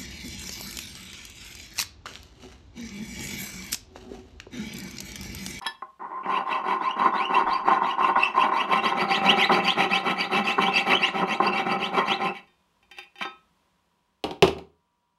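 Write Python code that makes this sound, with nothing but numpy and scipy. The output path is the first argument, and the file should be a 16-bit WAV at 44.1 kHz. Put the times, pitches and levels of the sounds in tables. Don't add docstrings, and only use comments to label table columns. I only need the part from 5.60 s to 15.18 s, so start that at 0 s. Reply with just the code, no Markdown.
import sys
import numpy as np
from scipy import signal
from scipy.fft import rfft, irfft
from scipy.io import wavfile
from scipy.ndimage import uniform_filter1d, map_coordinates

SR = 44100
rng = np.random.default_rng(int(sys.argv[2]) if len(sys.argv) > 2 else 0)


def materialize(psi):
    bounded = np.clip(np.atleast_2d(psi).T, -1, 1)
    quanta = np.round(bounded * 32767).astype(np.int16)
    wavfile.write(sys.argv[1], SR, quanta)


N = 422478

# frequency in Hz, relative level in dB.
AIR_SPECTRUM = [(15, -52), (25, -25.5), (59, 1), (136, -15), (169, 0.5), (209, -7), (305, -11.5),
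                (895, -13), (1020, -7), (1240, -15), (2230, -19.5), (3170, -17.5), (3830, -21.5),
                (12200, -33), (15500, -37.5)]
# time in seconds, relative level in dB.
AIR_FADE = [(7, -67.5), (8, -66.5), (8.5, -71), (9.5, -75.5)]
# frequency in Hz, relative level in dB.
FAN_TONES = [(963.6, -79), (1044, -86), (1174, -87), (1378, -92.5)]

# start in seconds, frame peak in dB, length in seconds.
JOLT_EVENTS = [(0.01, -32, 0.1), (0.058, -22, 0.063), (0.221, -24.5, 0.022), (1.043, -22.5, .03),
               (1.415, -13.5, 0.066), (1.457, -8, 0.025), (1.531, -15.5, 0.1), (1.597, -25, 0.047),
               (1.862, -14.5, 0.11), (2.074, -6, 0.072), (2.104, -10, .07), (2.212, -13, 0.069),
               (2.242, -14, 0.042), (2.381, -16.5, 0.027), (2.406, -12.5, 0.043), (2.442, -12.5, 0.039),
               (2.488, -11.5, 0.055), (2.555, -9.5, 0.075), (2.776, -9.5, 0.044), (2.827, -13, 0.066),
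               (2.914, -12, 0.066), (3.317, -15.5, 0.048), (3.657, -17.5, .14), (3.89, -12, 0.088),
               (4.469, -15, 0.079), (4.979, -9, 0.068), (5.079, -15.5, 0.033), (5.32, -14.5, 0.079),
               (5.623, -16, 0.063), (5.8, -8.5, 0.024), (5.843, -14, 0.17), (6.366, -12, 0.14),
               (6.509, -18, 0.082), (7.609, -25, 0.035), (7.65, -24.5, 0.018)]
# time in seconds, firmness from 0 to 1.
GRIP_CURVE = [(2.9, 0), (3.15, 0.38), (3.6, 0.73)]
# frequency in Hz, width in Hz, level in dB held loosely, level in dB held firmly.
FRAME_MODES = [(576, 59, -19.5, 2.5), (629, 10, -9.5, -4), (779.7, 49, -4, 14), (909, 34, -3.5, -9.5),
               (952, 80, -2.5, -4), (1053.6, 51, 3.5, 2), (1235, 19, -20, -1), (1282, 59, -13.5, 7.5),
               (1366, 43, -24.5, 5), (1456, 58, -10.5, -28), (1940, 170, -18, -8)]
PIN_MODES = [(135, 45, -30, -20), (203, 27, -2, 4), (248, 36, -2, -7), (355, 55, 1, -7),
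             (408, 42, -5, -7.5)]
JOLT_PIN_DB, JOLT_GRIP_DB = -18.5, 13
JOLT_LOOSENS = 0.58
JOLT_RISE_S, JUDDER_S = 0.002, .06

# start in seconds, peak in dB, 0 if threaded in the work or 1 if free,
# factor on the ring time.
PLUCK_EVENTS = [(0.0218, -36, 0, 0.64), (.065, -16.5, 0, 0.95), (6.8735, -51.5, 1, 2.2),
                (7.228, -50.5, 1, 0.71), (7.313, -35, 1, 0.8), (7.3733, -39, 1, 0.62),
                (7.385, -27.5, 1, 0.57), (7.4314, -43, 1, 0.45), (7.5555, -41.5, 1, 1.6),
                (7.5848, -37, 1, 0.59)]
# frequency in Hz, relative level in dB, base time to fall 60 dB in seconds.
THREADED_MODES = [(1060, -9, .2), (1750, 3, .17), (2672, -7, .17), (3300, 1, .1), (3930, 3, .08),
                  (4651, -11, .14), (5190, -2, .13), (10890, -3, .055)]
FREE_MODES = [(360, -14, .2), (800, -7, .12), (1066, -14, .12), (1290, -25, .38), (1572, -13, .15),
              (1850, -8, .12), (2380, -8, .15), (2466, -13, .39), (2670, -3, .16), (3080, -5, .17),
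              (3645, -9, .36), (4620, -16, .15), (4885, -16, .15), (5740, -19, .1), (6270, -24, .15)]
# frequency in Hz, width in Hz, level in dB.
STEEL_MODES = [(1900, 45, 6), (1971, 55, 9), (2122, 55, 4), (2280, 24, 13), (2346, 70, 6), (2470, 60, 3),
               (2670, 19, 18), (2880, 130, 2.5), (3068, 20, 10), (3238, 26, 7), (3900, 90, 0),
               (4645, 50, -3.5), (5146, 60, -16), (5690, 70, -14), (6190, 120, -19), (6430, 25, -14),
               (11000, 540, -31), (14000, 200, -31.5)]
# frequency in Hz, level in dB.
HISS_SPECTRUM = [(1200, -65.5), (1800, -27.5), (3000, -29.5), (4500, -46.5), (7000, -32.5), (11500, -29),
                 (12300, -48), (14300, -52), (15700, -52.5)]
# centre in seconds, half length in seconds, level in dB.
DRAG_EVENTS = [(0.053, 0.013, -39), (6.768, 0.025, -40), (7.394, 0.052, -50), (7.625, 0.019, -31)]

# start in seconds, force in dB.
HAND_STROKES = [(0.39, -13), (0.487, -10.5), (0.629, -5), (0.847, -2), (1.027, -2.5), (1.185, -3),
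                (1.35, -2.5), (1.512, -0.5), (1.68, 1), (1.85, 0), (2.029, 0.5), (2.197, -1), (2.367, -2.5),
                (2.539, -0.5), (2.729, 1), (2.908, 1.5), (3.07, 2.5), (3.207, 2), (3.343, 1), (3.467, 3.5),
                (3.61, 4.5), (3.748, 5), (3.88, 2.5), (4.013, 2), (4.149, 1.5), (4.279, 0), (4.426, -2),
                (4.553, -2.5), (4.688, -0.5), (4.829, 0), (4.963, -2), (5.114, 0.5), (5.243, 0.5),
                (5.382, 0), (5.521, -1.5), (5.652, 1), (5.786, -2), (5.915, 1.5), (6.042, -1.5),
                (6.177, -2), (6.31, -1), (6.44, 0.5), (6.579, -3.5), (6.724, -23)]
STOP_S = 6.83
# time in seconds, share before a pull, share before a return.
BLADE_SWING = [(.4, .43, .76), (2.6, .42, .78), (3.1, .34, .69), (3.6, .275, .67), (5, .305, .615),
               (6.7, .29, .63)]
# relative gain in dB on a pull, relative gain in dB on a return.
PIN_DRIVE = [(-35.5, -42), (-26.5, -32.5)]
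FRAME_DRIVE = [(-22.5, -26), (-25, -30)]
RASP_DRIVE = [(-31.5, -35.5), (-24, -25.5)]
WHISTLE_DRIVE = [(-45, -40.5), (-40, -30)]
PULL_SWELL_DB, RETURN_SWELL_DB = 1.5, -4
WHISTLE_SWELL_DB = 3
# time in seconds, gain in dB.
CUT_KEENNESS = [(.56, -46), (.64, -2.5), (2.2, -3.5), (2.5, 1.5), (3.3, -2), (4.3, 1), (4.6, 1), (5.3, 1.5),
                (5.6, -3.5), (6.68, -2.5), (6.76, -32)]
TOOTH_HZ, TOOTH_SPREAD, TOOTH_JITTER = 1080, .07, .09
# multiple of the pitch, relative level in dB.
WHISTLE_HARMONICS = [(1, 0), (2, -1), (3, -6), (4, -10)]
# frequency in Hz, relative level in dB.
WHISTLE_SPECTRUM = [(1200, -16), (2000, -5), (2700, 1), (3900, 2), (4300, -1), (4650, 4), (5000, -3),
                    (6400, -4), (8500, -8), (11000, -10), (13000, -28)]

# centre in seconds, pitch in Hz, level in dB,
# half length in seconds, glide (1 rising, -1 falling, 0 steady).
SQUEAL_EVENTS = [(0.767, 2660, -32.5, 0.016, 1), (0.931, 2660, -34, 0.03, -1),
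                 (1.31, 2900, -30.5, 0.0063, 1), (1.622, 2485, -29.5, 0.026, 1),
                 (1.653, 2810, -29, 0.015, 1), (1.753, 2740, -28, 0.013, 1), (1.935, 4650, -35, .02, 1),
                 (2.316, 2925, -28, 0.0066, 1), (2.454, 2704, -28, 0.03, 0), (2.638, 2686, -18, 0.029, 0),
                 (2.656, 2950, -25, 0.0088, 1), (2.815, 2640, -24, 0.014, 1),
                 (3.003, 2713, -25.5, 0.019, 1), (3.191, 2734, -25.5, 0.016, 0),
                 (3.409, 4610, -34.5, 0.011, 1), (3.531, 4530, -27.5, .01, -1),
                 (3.549, 3324, -26, 0.027, 1), (3.706, 3070, -17.5, 0.021, 1),
                 (3.827, 2184, -21.5, 0.024, -1), (3.845, 3760, -23.5, 0.011, 1),
                 (3.941, 4530, -25.5, 0.011, 1), (4.083, 4673, -28.5, 0.011, -1),
                 (4.099, 3040, -21.5, 0.029, 1), (4.232, 2682, -26.5, 0.017, 1),
                 (4.363, 3047, -30, .018, 1), (4.612, 4660, -28, 0.0094, -1), (4.898, 2830, -30, 0.022, 1),
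                 (5.074, 3210, -25, 0.019, 1), (5.166, 2664, -21.5, 0.037, 0),
                 (5.17, 4640, -26, 0.0094, -1), (5.349, 2957, -19.5, 0.024, 1),
                 (5.443, 2790, -20, 0.021, 1), (5.87, 4670, -31.5, 0.0081, 1),
                 (5.884, 2685, -25.5, 0.013, 0), (5.934, 2694, -19.5, 0.0081, 0),
                 (6.12, 4603, -38, 0.018, 1), (6.249, 3080, -28, 0.026, 1), (6.524, 3250, -25, 0.021, 1),
                 (6.683, 2657, -29, 0.026, 0)]
# multiple of the pitch, relative level in dB.
SQUEAL_HARMONICS = [(1, 0), (2, -27), (3, -37)]
SQUEAL_ROUGH, SQUEAL_BREAK_DB = 0.55, 3.5
SQUEAL_COLOUR = .45
SQUEAL_LEAD_DB, SQUEAL_LEAD_S = -19.5, 0.035
SQUEAL_TOP_HZ = 4720
SQUEAL_EASE_DB = -2

# start in seconds, peak in dB.
BUMP_EVENTS = [(1.82, -46), (2.541, -47)]
BUMP_RISE_S, BUMP_T60_S, BENCH_CUTOFF_HZ = 0.038, 0.3, 58.4

# start in seconds, peak in dB.
CLANK_EVENTS = [(7.6104, -27), (7.6196, -25), (7.651, -23.5)]
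BOW_HZ, BOW_DB = 1239, 18.5
CLANK_RING = .85

# start in seconds, relative thud level in dB, clack peak in dB.
KNOCK_EVENTS = [(8.6395, -17, -17), (8.687, -27, -52.5), (8.7096, -26.5, -25.5), (8.8234, -5, -1.5),
                (8.877, -24, -18), (8.962, -30.5, -70), (8.9839, -34.5, -34)]
# frequency in Hz, relative level in dB, time to fall 60 dB in seconds.
BENCH_MODES = [(78, -16, .42), (165, -14, .32), (268, -8, .25), (352, -4, .26), (385, -6, .2),
               (420, -3, .22), (535, -12, .22), (620, -10, .2), (690, -8, .15), (765, -6, .14),
               (825, -5, .14), (935, -10, .14)]
# frequency in Hz, relative level in dB.
THUD_SPECTRUM = [(60, -23), (200, -3), (380, 0), (800, -14), (1300, -14.5), (3000, -54)]
CLACK_SPECTRUM = [(290, -33), (500, -17.5), (815, -7), (888, -17), (1180, -21), (1290, -25.5),
                  (1750, -18.5), (2760, -7), (4130, -13.5), (7130, -30), (11600, -34), (15500, -50.5)]

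# frequency in Hz, time to fall 60 dB in seconds.
ROOM_DECAY = [(100, .42), (400, .32), (1500, .28), (4000, .25), (12000, .2)]
CEILING, TOP_HZ = .67, 15750


def amp(db):
    return 10 ** (np.asarray(db) / 20)


def unit(x):
    return x / np.sqrt(np.mean(x ** 2) + 1e-20)


def along(points, hz):
    f, v = np.transpose(points)
    return np.interp(np.log(hz + 1), np.log(f + 1), v)


def clock():
    return np.arange(N) / SR


def wobble(rate):
    knots = rng.standard_normal(int(N * rate / SR) + 4)
    return map_coordinates(knots, [np.arange(N) * rate / SR], order=2)


def resonances(modes, hz):
    power = 0
    for f, width, db in modes:
        peak = 1 / (1 + ((hz - f) / width * 2) ** 2)
        skirts = np.minimum(hz / f, 1) ** 3 / (1 + ((hz - f) / f * 4) ** 2)
        power += amp(db) ** 2 * peak * skirts
    return np.sqrt(power)


def body(x, gain, size=16384):
    hz = np.fft.rfftfreq(size, 1 / SR)
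    cepstrum = irfft(np.log(np.maximum(gain(hz), 1e-6)))
    cepstrum[1:size // 2] *= 2
    cepstrum[size // 2 + 1:] = 0
    response = irfft(np.exp(rfft(cepstrum)))
    return signal.fftconvolve(x, response / np.linalg.norm(response))[:len(x)]


def coloured(x, spectrum):
    return body(x, lambda hz: amp(along(spectrum, hz)))


def ring(modes, t, scatter_db):
    return sum(amp(db + scatter_db * rng.normal() - 60 * t / t60)
               * np.sin(2 * np.pi * (hz * t + rng.random())) for hz, db, t60 in modes)


def add(track, s, db, sound):
    part = track[round(s * SR):][:len(sound)]
    part += amp(db) * sound[:len(part)] / np.abs(sound).max()


def room_tone():
    t = clock()
    noise = unit(coloured(rng.standard_normal(N), AIR_SPECTRUM))
    whine = sum(amp(db + 1.6 * wobble(2.6)) * np.sin(2 * np.pi * hz * t + .7 * wobble(12))
                for hz, db in FAN_TONES)
    fade_db = np.interp(t, *np.transpose(AIR_FADE))
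    return amp(fade_db - 2) * noise + amp(1.5) * whine


def firmness(s):
    return np.interp(s, *np.transpose(GRIP_CURVE))


def gripped(x, modes, firm):
    loose_modes = [(f, width, db) for f, width, db, _ in modes]
    firm_modes = [(f, width, db) for f, width, _, db in modes]
    loose_ring = body(x, lambda hz: resonances(loose_modes, hz), size=8192)
    firm_ring = body(x, lambda hz: resonances(firm_modes, hz), size=8192)
    return (1 - firm) * loose_ring + firm * firm_ring


def jolts():
    t = np.arange(SR // 3) / SR
    track = np.zeros(N)
    for s, db, length_s in JOLT_EVENTS:
        rise = 1 - np.exp(-t / max(JOLT_RISE_S, (length_s - JUDDER_S) / 2))
        shove = rng.standard_normal(len(t)) * rise * amp(-60 * (t / length_s) ** 1.1)
        firm = firmness(s) * (1 - JOLT_LOOSENS)
        add(track, s, db, gripped(shove, FRAME_MODES, firm))
        add(track, s, db + JOLT_PIN_DB + JOLT_GRIP_DB * firmness(s), gripped(shove, PIN_MODES, firm))
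    return track


def steel_gain(hz):
    return resonances(STEEL_MODES, hz) + amp(along(HISS_SPECTRUM, hz))


def plucks():
    t = np.arange(SR // 2) / SR
    track = np.zeros(N)
    for s, db, free, sustain in PLUCK_EVENTS:
        modes = [(hz, level, t60 * sustain) for hz, level, t60 in (FREE_MODES if free else THREADED_MODES)]
        ping = ring(modes, t, scatter_db=2) * (1 - np.exp(-t / .00024))
        scratch = amp(-60 * t / 0.039) * rng.standard_normal(len(t))
        add(track, s, db, ping)
        add(track, s, db - 8.5, body(scratch, lambda hz: steel_gain(hz) ** 0.47))
    return track


def bites(rate, scatter_db):
    chance = np.clip(rate / SR, 1e-4, 1)
    size = amp(scatter_db * np.clip(rng.standard_normal(N), -2, 2)) * rng.choice([-1, 1], N)
    return unit((rng.random(N) < chance) * size / np.sqrt(chance))


def drags():
    level = sum(amp(db) * np.exp(-((clock() - s) / half_s) ** 2) for s, half_s, db in DRAG_EVENTS)
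    return body(level * bites(1500, scatter_db=3), steel_gain)


def hand_motion():
    t = clock()
    turns = np.append(np.transpose(HAND_STROKES)[0], STOP_S)
    progress = np.interp(t, turns, np.arange(len(turns)))
    stroke = np.minimum(progress.astype(int), len(HAND_STROKES) - 1)
    done = progress - stroke
    s, *ends = np.transpose(BLADE_SWING)
    short, long = (np.interp(t, s, end) for end in ends)
    position = short + (long - short) * (1 - np.cos(np.pi * progress)) / 2
    return stroke, done, position, np.abs(np.sin(np.pi * done))


def drives(stroke, done):
    t = clock()
    start, force_db = np.transpose(HAND_STROKES)
    returning, firm = stroke % 2, firmness(t)
    push_db = force_db[stroke] + np.where(returning, RETURN_SWELL_DB, PULL_SWELL_DB) * (done - .5)
    keen_db = np.interp(t, *np.transpose(CUT_KEENNESS))
    moving = (t > start[0]) & (t < STOP_S)

    def level(drive, extra_db):
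        loose_db, firm_db = np.array(drive)[:, returning]
        share_db = (1 - firm) * loose_db + firm * firm_db
        return uniform_filter1d(moving * amp(push_db + share_db + extra_db), size=300)

    return (level(PIN_DRIVE, 0), level(FRAME_DRIVE, 0), level(RASP_DRIVE, keen_db),
            level(WHISTLE_DRIVE, keen_db + WHISTLE_SWELL_DB * (done - .5)))


def sawing():
    stroke, done, position, speed = hand_motion()
    pin_level, frame_level, rasp_level, whistle_level = drives(stroke, done)
    squeal, binding = squeals(position)
    firm, ease = firmness(clock()), amp(SQUEAL_EASE_DB * binding)
    pressure = amp(1.6 * wobble(60) + 1.8 * wobble(200))
    grabs = pressure * bites(300 + 550 * speed, scatter_db=-2.0)
    teeth = pressure * bites(1200 + 4500 * speed, scatter_db=3.0)
    cutting = patchy(.8 * teeth + .45 * grabs, depth_db=2.6)
    pin = gripped(pin_level * (.03 + speed ** 0.5) * grabs * ease, PIN_MODES, firm)
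    shaking = .8 * grabs + .48 * tooth_train(stroke, speed)
    chatter = gripped(frame_level * (0.02 + speed ** 0.59) * shaking * ease, FRAME_MODES, firm)
    song = whistle_level * speed ** 1.4 * whistles(position, fading_db=-5.5)
    bench = amp(-41) * rumble(pin_level * grabs)
    return pin + chatter + rasp(rasp_level * cutting, speed) + song + squeal + bench


def patchy(x, depth_db):
    spectra = signal.stft(x, nperseg=256)[2]
    patches = uniform_filter1d(rng.standard_normal(spectra.shape), size=4, axis=0)
    patches = uniform_filter1d(patches, size=9, axis=1)
    return signal.istft(spectra * amp(depth_db * unit(patches)), nperseg=256)[1][:N]


def tooth_train(stroke, speed):
    rate = TOOTH_HZ * speed * (1 + TOOTH_SPREAD * rng.standard_normal(len(HAND_STROKES)))[stroke]
    travel = np.cumsum(rate) / SR + TOOTH_JITTER * wobble(600)
    passed = np.maximum.accumulate(np.floor(travel))
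    ticks = np.diff(passed, prepend=passed[0]) * amp(2 * rng.standard_normal(N))
    return unit(ticks / np.sqrt(rate + TOOTH_HZ / 10))


def rumble(x):
    return body(x, lambda hz: (hz / BENCH_CUTOFF_HZ) ** .6 / (1 + (hz / BENCH_CUTOFF_HZ) ** 4))


def rasp(cutting, speed):
    full = body((0.016 + speed ** 0.62) * cutting, steel_gain)
    dull = signal.sosfilt(signal.butter(4, 2900, fs=SR, output="sos"), full)
    bright = speed * np.interp(clock(), [.62, .72], [0, 1])
    return bright * full + (1 - bright) * dull


def whistles(position, fading_db):
    open_hz = 1315 * (1 + .04 * wobble(14) + .012 * wobble(110) + .015 * wobble(350))
    tones = np.zeros(N)
    for length in (position, 1 - position):
        strength = uniform_filter1d(np.where(np.gradient(length) < 0, 1, amp(fading_db)), size=400)
        for multiple, db in WHISTLE_HARMONICS:
            scrape = 1 + .7 * (wobble(420) + 1j * wobble(420))
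            breakup = amp(4.5 * np.minimum(wobble(70), 1) + 2 * wobble(9))
            note = np.exp(2j * np.pi * np.cumsum(open_hz * multiple / length) / SR)
            tones += amp(db) * strength * np.real(scrape * breakup * note)
    return unit(body(tones, lambda hz: steel_gain(hz) ** .5 * amp(along(WHISTLE_SPECTRUM, hz))))


def squeals(position):
    t = clock()
    flutter = 1 + SQUEAL_ROUGH * (wobble(300) + 1j * wobble(300))
    flutter *= amp(SQUEAL_BREAK_DB * np.minimum(wobble(130), 1))
    waver = 1 + .011 * wobble(120)
    track, binding = np.zeros(N), np.zeros(N)
    for s, hz, db, half_s, glide in SQUEAL_EVENTS:
        peak = round(s * SR)
        near = slice(peak - SR // 10, peak + SR // 10)
        upper_shortens = position[peak + 1] < position[peak]
        length = position if upper_shortens == (glide > 0) else 1 - position
        bend = (length[peak] / length[near]) ** abs(glide)
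        pitch = np.minimum(hz * bend, SQUEAL_TOP_HZ) * waver[near]
        note = np.exp(2j * np.pi * np.cumsum(pitch) / SR)
        swell = 1 / np.cosh(2 * (t[near] - s) / half_s)
        murmur = amp(SQUEAL_LEAD_DB) * np.exp(-((t[near] - s) / SQUEAL_LEAD_S) ** 4) * abs(glide)
        colour = (steel_gain(pitch) / np.average(steel_gain(pitch), weights=swell)) ** SQUEAL_COLOUR
        tone = colour * sum(amp(level) * note ** multiple for multiple, level in SQUEAL_HARMONICS)
        track[near] += amp(db) * np.maximum(swell, murmur) * np.real(flutter[near] * tone)
        binding[near] += swell
    return track, np.minimum(binding, 1)


def bumps():
    t = np.arange(SR // 2) / SR
    envelope = (1 - np.exp(-t / BUMP_RISE_S)) * amp(-60 * t / BUMP_T60_S)
    track = np.zeros(N)
    for s, db in BUMP_EVENTS:
        add(track, s, db, rumble(rng.standard_normal(len(t)) * envelope))
    return track


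def clanks():
    t = np.arange(SR // 2) / SR
    modes = [(hz, db + BOW_DB * np.exp(-(2 * np.log2(hz / BOW_HZ)) ** 2), t60 * CLANK_RING)
             for hz, db, t60 in FREE_MODES]
    track = np.zeros(N)
    for s, db in CLANK_EVENTS:
        add(track, s, db, ring(modes, t, scatter_db=1.5) * (1 - np.exp(-t / .0005)))
    return track


def knocks():
    t = np.arange(SR * 3 // 4) / SR
    rise = 1 - np.exp(-t / 0.0016)
    rattle = amp(-60 * t / 0.021) + amp(-16 - 60 * t / 0.19)
    track = np.zeros(N)
    for s, thud_db, clack_db in KNOCK_EVENTS:
        wood = ring(BENCH_MODES, t, scatter_db=2) * rise * (.5 + np.exp(-t / 0.017))
        thud = rng.standard_normal(len(t)) * rise * amp(-60 * t / .15)
        clack = np.tanh(rng.standard_normal(len(t))) * rattle
        add(track, s, thud_db - 1, wood)
        add(track, s, thud_db - 4, coloured(thud, THUD_SPECTRUM))
        add(track, s, clack_db, coloured(clack, CLACK_SPECTRUM))
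    return track


def room_echo(x):
    hz, t, spectra = signal.stft(rng.standard_normal(SR // 2), SR, nperseg=256)
    decay = amp(-60 * t / along(ROOM_DECAY, hz)[:, None])
    tail = signal.istft(spectra * decay, SR, nperseg=256)[1]
    delayed = np.pad(x, (round(.005 * SR), 0))
    return signal.fftconvolve(delayed, tail / np.linalg.norm(tail))[:N]


def scene():
    saw = sawing() + jolts() + plucks() + clanks() + drags() + bumps()
    laid_down = knocks()
    echo = room_echo(amp(-10) * saw + amp(-9) * laid_down)
    return (saw + laid_down + echo + room_tone())[None]


def record(dry):
    rounded = dry / (1 + (dry / CEILING) ** 6) ** (1 / 6)
    in_band = np.fft.rfftfreq(N, 1 / SR) < TOP_HZ
    return irfft(rfft(rounded) * in_band, N)


dry = scene()
out = record(dry)
materialize(out)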